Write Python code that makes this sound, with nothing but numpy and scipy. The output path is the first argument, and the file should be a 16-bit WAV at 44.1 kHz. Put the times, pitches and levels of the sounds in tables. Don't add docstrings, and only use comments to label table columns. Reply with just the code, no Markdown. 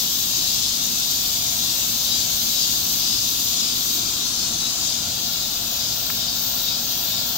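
import sys
import numpy as np
from scipy import signal
from scipy.fft import rfft, irfft
from scipy.io import wavfile
from scipy.ndimage import uniform_filter1d, map_coordinates

SR = 44100
rng = np.random.default_rng(int(sys.argv[2]) if len(sys.argv) > 2 else 0)


def materialize(psi):
    bounded = np.clip(np.atleast_2d(psi).T, -1, 1)
    quanta = np.round(bounded * 32767).astype(np.int16)
    wavfile.write(sys.argv[1], SR, quanta)


N = 325017
T = np.arange(N) / SR
BINS_HZ = np.maximum(np.arange(N // 2 + 1) * SR / N, 1)


def undb(db):
    return 10 ** (np.asarray(db) / 20)


def curve(rows, column=1):
    rows = np.array(rows)
    return np.interp(T, rows[:, 0], rows[:, column])


def bell(t_s, sigma_s):
    return np.exp(-0.5 * ((T - t_s) / sigma_s) ** 2)


def spectrum(points):
    hz, value = np.transpose(points)
    return np.interp(np.log(BINS_HZ), np.log(hz), value)


def filtered(x, gain):
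    return irfft(rfft(x) * gain, N)


def noise(gain, shape=N):
    return filtered(rng.standard_normal(shape), gain)


def resonance(hz, stage_width_hz):
    return (1 + 1j * (BINS_HZ ** 2 - hz ** 2) / (BINS_HZ * stage_width_hz)) ** -2


def pan(side_db):
    return undb(np.array([[0.5], [-0.5]]) * side_db)


def unit(x):
    return x / np.std(x.mean(axis=0))


def wander(cutoff_hz):
    drift = noise(1 / (1 + (BINS_HZ / cutoff_hz) ** 4))
    return drift / drift.std()


def delayed(x, delay_s):
    return map_coordinates(x, [np.arange(N) - delay_s * SR], order=5, mode="nearest")


def tymbals(rate_hz, jitter_cycles, scatter_db, partner_gain=0.94, lag_cycles=0.5):
    phase_cycles = np.cumsum(rate_hz) / SR
    cycle = np.arange(int(phase_cycles[-1]))[:, None]
    click_cycles = cycle + np.array([0, lag_cycles])
    click_cycles += jitter_cycles * rng.standard_normal(click_cycles.shape)
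    size = np.array([1, partner_gain]) * undb(scatter_db * rng.standard_normal(click_cycles.shape))
    at_sample = np.interp(click_cycles.ravel(), phase_cycles, np.arange(N))[:, None]
    taps = np.floor(at_sample).astype(int) + np.arange(-5, 7)
    offset = taps - at_sample
    clicks = size.reshape(-1, 1) * np.sinc(offset) * np.sinc(offset / 7)
    return np.bincount(taps.ravel() % N, clicks.ravel(), N)


def foliage(x, t60_s, direct_gain, hop=6000):
    span = 2 * hop
    decay = undb(-60 * T[:span] / t60_s)
    window = np.sin(np.pi * np.arange(span) / span)
    padded = np.pad(x, (hop, span), mode="reflect")
    out = np.zeros((2, N + 5 * hop))
    for start in range(0, N + hop, hop):
        echoes = rng.standard_normal((2, span)) * decay
        echoes /= np.linalg.norm(echoes, axis=1, keepdims=True)
        scattered = signal.fftconvolve([window * padded[start:start + span]], echoes, axes=1)
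        out[:, start:start + scattered.shape[1]] += scattered
    return direct_gain * x + out[:, hop:hop + N]


def far_cicadas(count=9):
    out = 0
    for rate_hz in np.geomspace(120, 270, count):
        clicks = tymbals(rate_hz * (1 + 0.025 * wander(3)), jitter_cycles=0.01787, scatter_db=3.0)
        out += clicks / clicks.std() * undb(0.87 * wander(27))
    return out


# f/Hz, relative density/dB
BODY_SPECTRUM_DB = [(1500, -43.5), (2200, -20), (2800, -10), (3200, -6.5), (3550, -2.5), (3950, -1.3),
                    (4300, -2.5), (4900, -1), (5500, -10.5), (6500, -19), (9000, -54)]
BRIGHT_SPECTRUM_DB = [(3500, -29.5), (5000, -16), (5700, -3), (6200, -1), (6900, -2.5), (7500, -5.5),
                      (8500, -10), (10000, -14.5), (11500, -13), (13500, -8), (16000, -8.5)]
# t/s, relative level/dB
BODY_LEVEL_DB = [(0, -29), (1.2, -29), (2.4, -29), (3.7, -28.5), (4.3, -31), (5.1, -30), (6, -31),
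                 (7.37, -29.5)]
BRIGHT_LEVEL_DB = [(0.0, -28.5), (3.47, -28.5), (4.93, -30), (5.17, -32), (7.2, -33.5)]
# f/Hz, left minus right/dB
CHORUS_SIDE_DB = [(2000, 6.5), (3000, 3), (3700, 7), (4600, 2), (5500, 6.5), (6800, 10), (8000, 7.5),
                  (10000, 3), (14000, -0.5)]

def chorus():
    sizzle = foliage(far_cicadas(), t60_s=0.2, direct_gain=0.078)
    sizzle += foliage(far_cicadas(), t60_s=0.16, direct_gain=0.1)
    side = pan(spectrum(CHORUS_SIDE_DB))
    body = unit(filtered(sizzle, side * undb(spectrum(BODY_SPECTRUM_DB))))
    body *= undb(curve(BODY_LEVEL_DB) + 0.32 * wander(23))
    bright = unit(filtered(sizzle, side * undb(spectrum(BRIGHT_SPECTRUM_DB))))
    bright *= undb(curve(BRIGHT_LEVEL_DB) + 0.7 + 0.12 * wander(25))
    return body + bright


def rasp(levels_db, rates_hz, spectrum_db, gain_db, side_db, jitter_cycles, direct_gain):
    rate_hz = curve(rates_hz) * (1 + 0.0015 * wander(8))
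    clicks = tymbals(rate_hz, jitter_cycles, scatter_db=2.5, partner_gain=0.71, lag_cycles=0.485)
    rib_decay_s = 0.00049
    bursts = signal.lfilter([1], [1, -np.exp(-1 / (rib_decay_s * SR))], np.abs(clicks))
    ribs = bursts * rng.standard_normal(N)
    voice = clicks / clicks.std() + 0.76 * ribs / ribs.std()
    scattered = foliage(voice, t60_s=0.3, direct_gain=direct_gain)
    heard = unit(filtered(scattered, undb(spectrum(spectrum_db)) * pan(side_db)))
    singing = (T >= levels_db[0][0]) & (T <= levels_db[-1][0] + 0.01)
    gate = uniform_filter1d(singing.astype(float), SR // 10)
    return heard * gate * undb(curve(levels_db) + rasp_dips_db() + gain_db)


# t/s, relative level/dB
FIRST_LEVEL_DB = [(0, -30), (.6, -32.5), (1.5, -32), (2.0, -30.5), (2.4, -31), (2.9, -29), (3.35, -31.5),
                  (4.0, -31)]
SECOND_LEVEL_DB = [(4.0, -31), (4.3, -42), (4.92, -42), (5.25, -31.5), (5.7, -30), (6.1, -27.8),
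                   (6.55, -25.5), (7.0, -26.3), (7.37, -26)]
# t/s, rate/Hz
FIRST_RATE_HZ = [(0, 154), (.6, 146), (1.5, 160), (2.5, 161), (3.4, 180), (4.2, 155)]
SECOND_RATE_HZ = [(4.1, 186), (5.2, 188.4), (6.1, 185.7), (6.5, 186.6), (7.37, 187.5)]
# f/Hz, relative density/dB
FIRST_SPECTRUM_DB = [(7000, -49), (10500, -15.5), (12000, -6), (13000, 0), (14000, 1.5), (15800, -1.5)]
SECOND_SPECTRUM_DB = [(7000, -28), (10500, -24), (12000, -13), (13000, -1), (13900, 2.5), (15000, 2),
                      (15800, 0.5)]

def near_rasps():
    first = rasp(FIRST_LEVEL_DB, FIRST_RATE_HZ, FIRST_SPECTRUM_DB,
                 gain_db=3.0, side_db=2.0, jitter_cycles=0.0128, direct_gain=0.26)
    second = rasp(SECOND_LEVEL_DB, SECOND_RATE_HZ, SECOND_SPECTRUM_DB,
                  gain_db=0.9, side_db=5.0, jitter_cycles=0.0026, direct_gain=0.25)
    return first + second


# f/Hz, relative density/dB
TOWN_SPECTRUM_DB = [(20, -20), (35, -10), (52, -2), (90, -6.5), (240, -2), (320, -3), (460, -9), (640, -8),
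                    (900, -10.5), (1350, -9), (1900, -15.5), (3000, -38), (8000, -38)]
# f/Hz, coherence/0-1
TOWN_COHERENCE = [(30, 1), (130, 0.94), (300, 0.97), (600, 0.92), (1100, 0.19), (2000, 0.22)]
# f/Hz, left minus right/dB
TOWN_SIDE_DB = [(40, -1.5), (250, 0.1), (600, 0.5), (1200, 4), (2500, 5)]
# t/s, level/dB
TOWN_LEVEL_DB = [(0, -39.5), (2.5, -38.5), (4.2, -39.5), (5.5, -40), (7.37, -38.5)]
# t/s, ground bounce delay/s, left port lag/s
POSE_DELAYS_S = [(0, 0.001, .00033), (2.5, 0.0012, .00032), (3.3, 0.00095, .00034), (3.9, 0.00081, .00034),
                 (4.5, 0.00089, -.00003), (5.2, 0.0013, -.00004), (7.37, .0012, 0)]

def town():
    coherence = np.clip(spectrum(TOWN_COHERENCE), 0, 1)
    mid = noise(np.sqrt(1 + coherence))
    side = noise(np.sqrt(1 - coherence))
    colour = undb(spectrum(TOWN_SPECTRUM_DB)) * pan(spectrum(TOWN_SIDE_DB))
    direct = filtered(np.array([mid + side, mid - side]), colour)
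    reflected = filtered(direct, 0.46 / (1 + (BINS_HZ / 900) ** 2))
    bounce = np.array([delayed(channel, curve(POSE_DELAYS_S)) for channel in reflected])
    return unit(direct + bounce) * undb(curve(TOWN_LEVEL_DB) + 0.25 * wander(1.0))


def port_lag(background):
    left, right = background
    bass = filtered(left, 1 / (1 + (BINS_HZ / 420) ** 4))
    upper = delayed(left - bass, curve(POSE_DELAYS_S, column=2))
    return np.array([bass + upper, right])


# f/Hz, half-power width/Hz, level/dB
HUM_TONES = [(112.8, 7.8, -50.5), (172.2, 7.8, -54.5), (231.5, 7.7, -50), (703, 12, -51.5),
             (1395, 29, -55.5)]

def machine_hum():
    side = pan(spectrum(TOWN_SIDE_DB))
    return sum(unit(noise(resonance(hz, 1.57 * width_hz) * side)) * undb(level_db)
               for hz, width_hz, level_db in HUM_TONES)


def tilt_gain_db(hz, tilt_db, pivot_hz=4430):
    return tilt_db * np.tanh(4 * np.log2(hz / pivot_hz))


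# t/s, sigma/s, relative level/dB, click rate of the pair/Hz, rasp dip/dB, tilt/dB
NOTE_EVENTS = [(.35, 0.058, -29, 378.3, 1, 4), (.48, 0.055, -29, 399, 0, -7),
               (.67, 0.1, -26.5, 395.4, 6, -2), (1.1, 0.13, -29.5, 384, 0, -6),
               (1.65, .08, -26.5, 394.6, 1, -5), (2.14, 0.085, -24, 391, 5, -5),
               (2.6, 0.078, -24, 388, 3.5, -2), (3.11, 0.1, -25.5, 399.5, 6, -1),
               (3.62, 0.094, -25.5, 394, 9, -2), (4.04, 0.036, -29.5, 380.4, 3, -4),
               (4.24, 0.046, -28.5, 395, 3, -7), (4.39, 0.055, -28.5, 396, 4, 2),
               (4.68, 0.017, -26.5, 389, 2, -6.5), (4.88, 0.048, -28.5, 378, 2, 0),
               (5.41, 0.086, -39, 380, 1, 7), (5.84, 0.087, -28, 390, 4, 0),
               (6.26, .06, -26.5, 378, 9, -3.5), (6.71, 0.065, -25, 375, 7, -4),
               (7.17, 0.065, -26.5, 374.5, 5.5, -4)]
# f/Hz, stage width/Hz, relative level/dB, swell delay/s
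ABDOMEN_MODES = [(3860, 1200, -2, -0.023), (4535, 980, -1, 0.031), (5000, 620, 0.5, 0.0083),
                 (6600, 770, -5, 0.015)]

def abdomen_notes():
    tymbal_hz = curve(NOTE_EVENTS, column=3) / 2 * (1 + 0.004 * wander(9.98))
    clicks = tymbals(tymbal_hz, jitter_cycles=0.021, scatter_db=0.5, partner_gain=0.56)
    scattered = foliage(clicks, t60_s=0.17, direct_gain=0.75)
    out = 0
    for hz, width_hz, mode_db, delay_s in ABDOMEN_MODES:
        ringing = unit(filtered(scattered, resonance(hz, width_hz) * pan(5.5)))
        swell = sum(undb(note_db + tilt_gain_db(hz, tilt_db)) * bell(t_s + delay_s, sigma_s)
                    for t_s, sigma_s, note_db, _, _, tilt_db in NOTE_EVENTS)
        out += ringing * swell * undb(mode_db - 7.5)
    return out


def whistles(gain_db=-3.5, scatter_db=0.5, sigma_s=0.039):
    out = np.zeros((2, N))
    drifting_s = T + np.cumsum(0.00484 * wander(71)) / SR
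    for t_s, _, note_db, click_hz, _, tilt_db in NOTE_EVENTS:
        for hz, _, mode_db, delay_s in ABDOMEN_MODES:
            age_sigmas = (T - t_s - delay_s) / sigma_s
            active = np.abs(age_sigmas) < 4
            harmonic_hz = np.round(hz / click_hz) * click_hz
            phase = 2 * np.pi * (harmonic_hz * drifting_s[active] + rng.random((2, 1)))
            level_db = note_db + mode_db + tilt_gain_db(hz, tilt_db) + gain_db
            level_db -= scatter_db * rng.standard_normal()
            out[:, active] += undb(level_db) * np.exp(-0.5 * age_sigmas[active] ** 2) * np.sin(phase)
    flutter = undb(2 * np.array([wander(60), wander(60)]))
    return out * flutter * pan(6.0)


def rasp_dips_db(lag_s=0.015, fall_sigmas=0.9, recover_sigmas=1.24):
    out = 0
    for t_s, sigma_s, _, _, dip_db, _ in NOTE_EVENTS:
        age_sigmas = (T - t_s - lag_s) / sigma_s
        fall = (age_sigmas / fall_sigmas) ** 4
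        recovery = (age_sigmas / recover_sigmas) ** 2
        out -= dip_db * np.exp(-np.where(age_sigmas < 0, fall, recovery))
    return out


# t/s, sigma/s, level/dB
STEP_EVENTS = [(4.503, 0.079, -40.5), (5.08, 0.17, -42)]

def steps():
    thud = unit(noise(resonance(hz=110, stage_width_hz=187), shape=(1, N)))
    return thud * sum(undb(level_db) * bell(t_s, sigma_s) for t_s, sigma_s, level_db in STEP_EVENTS)


# t/s, sigma/s, level/dB, f/Hz
SCUFF_EVENTS = [(4.633, .005, -44, 1420), (6.102, 0.0037, -30, 1750)]

def scuffs():
    out = 0
    for t_s, sigma_s, level_db, hz in SCUFF_EVENTS:
        scrape = unit(noise(resonance(hz, stage_width_hz=1900) * pan(5.1), shape=(2, N)))
        out += scrape * undb(level_db) * bell(t_s, sigma_s)
    return out


def scene():
    cicadas = near_rasps() + chorus() + abdomen_notes() + whistles()
    background = port_lag(town() + machine_hum())
    return cicadas + background + steps() + scuffs()


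def record(dry, cutoff_hz=15750):
    return filtered(dry, 1 / np.sqrt(1 + np.minimum(BINS_HZ / cutoff_hz, 1.1) ** 500))


dry = scene()
out = record(dry)
materialize(out)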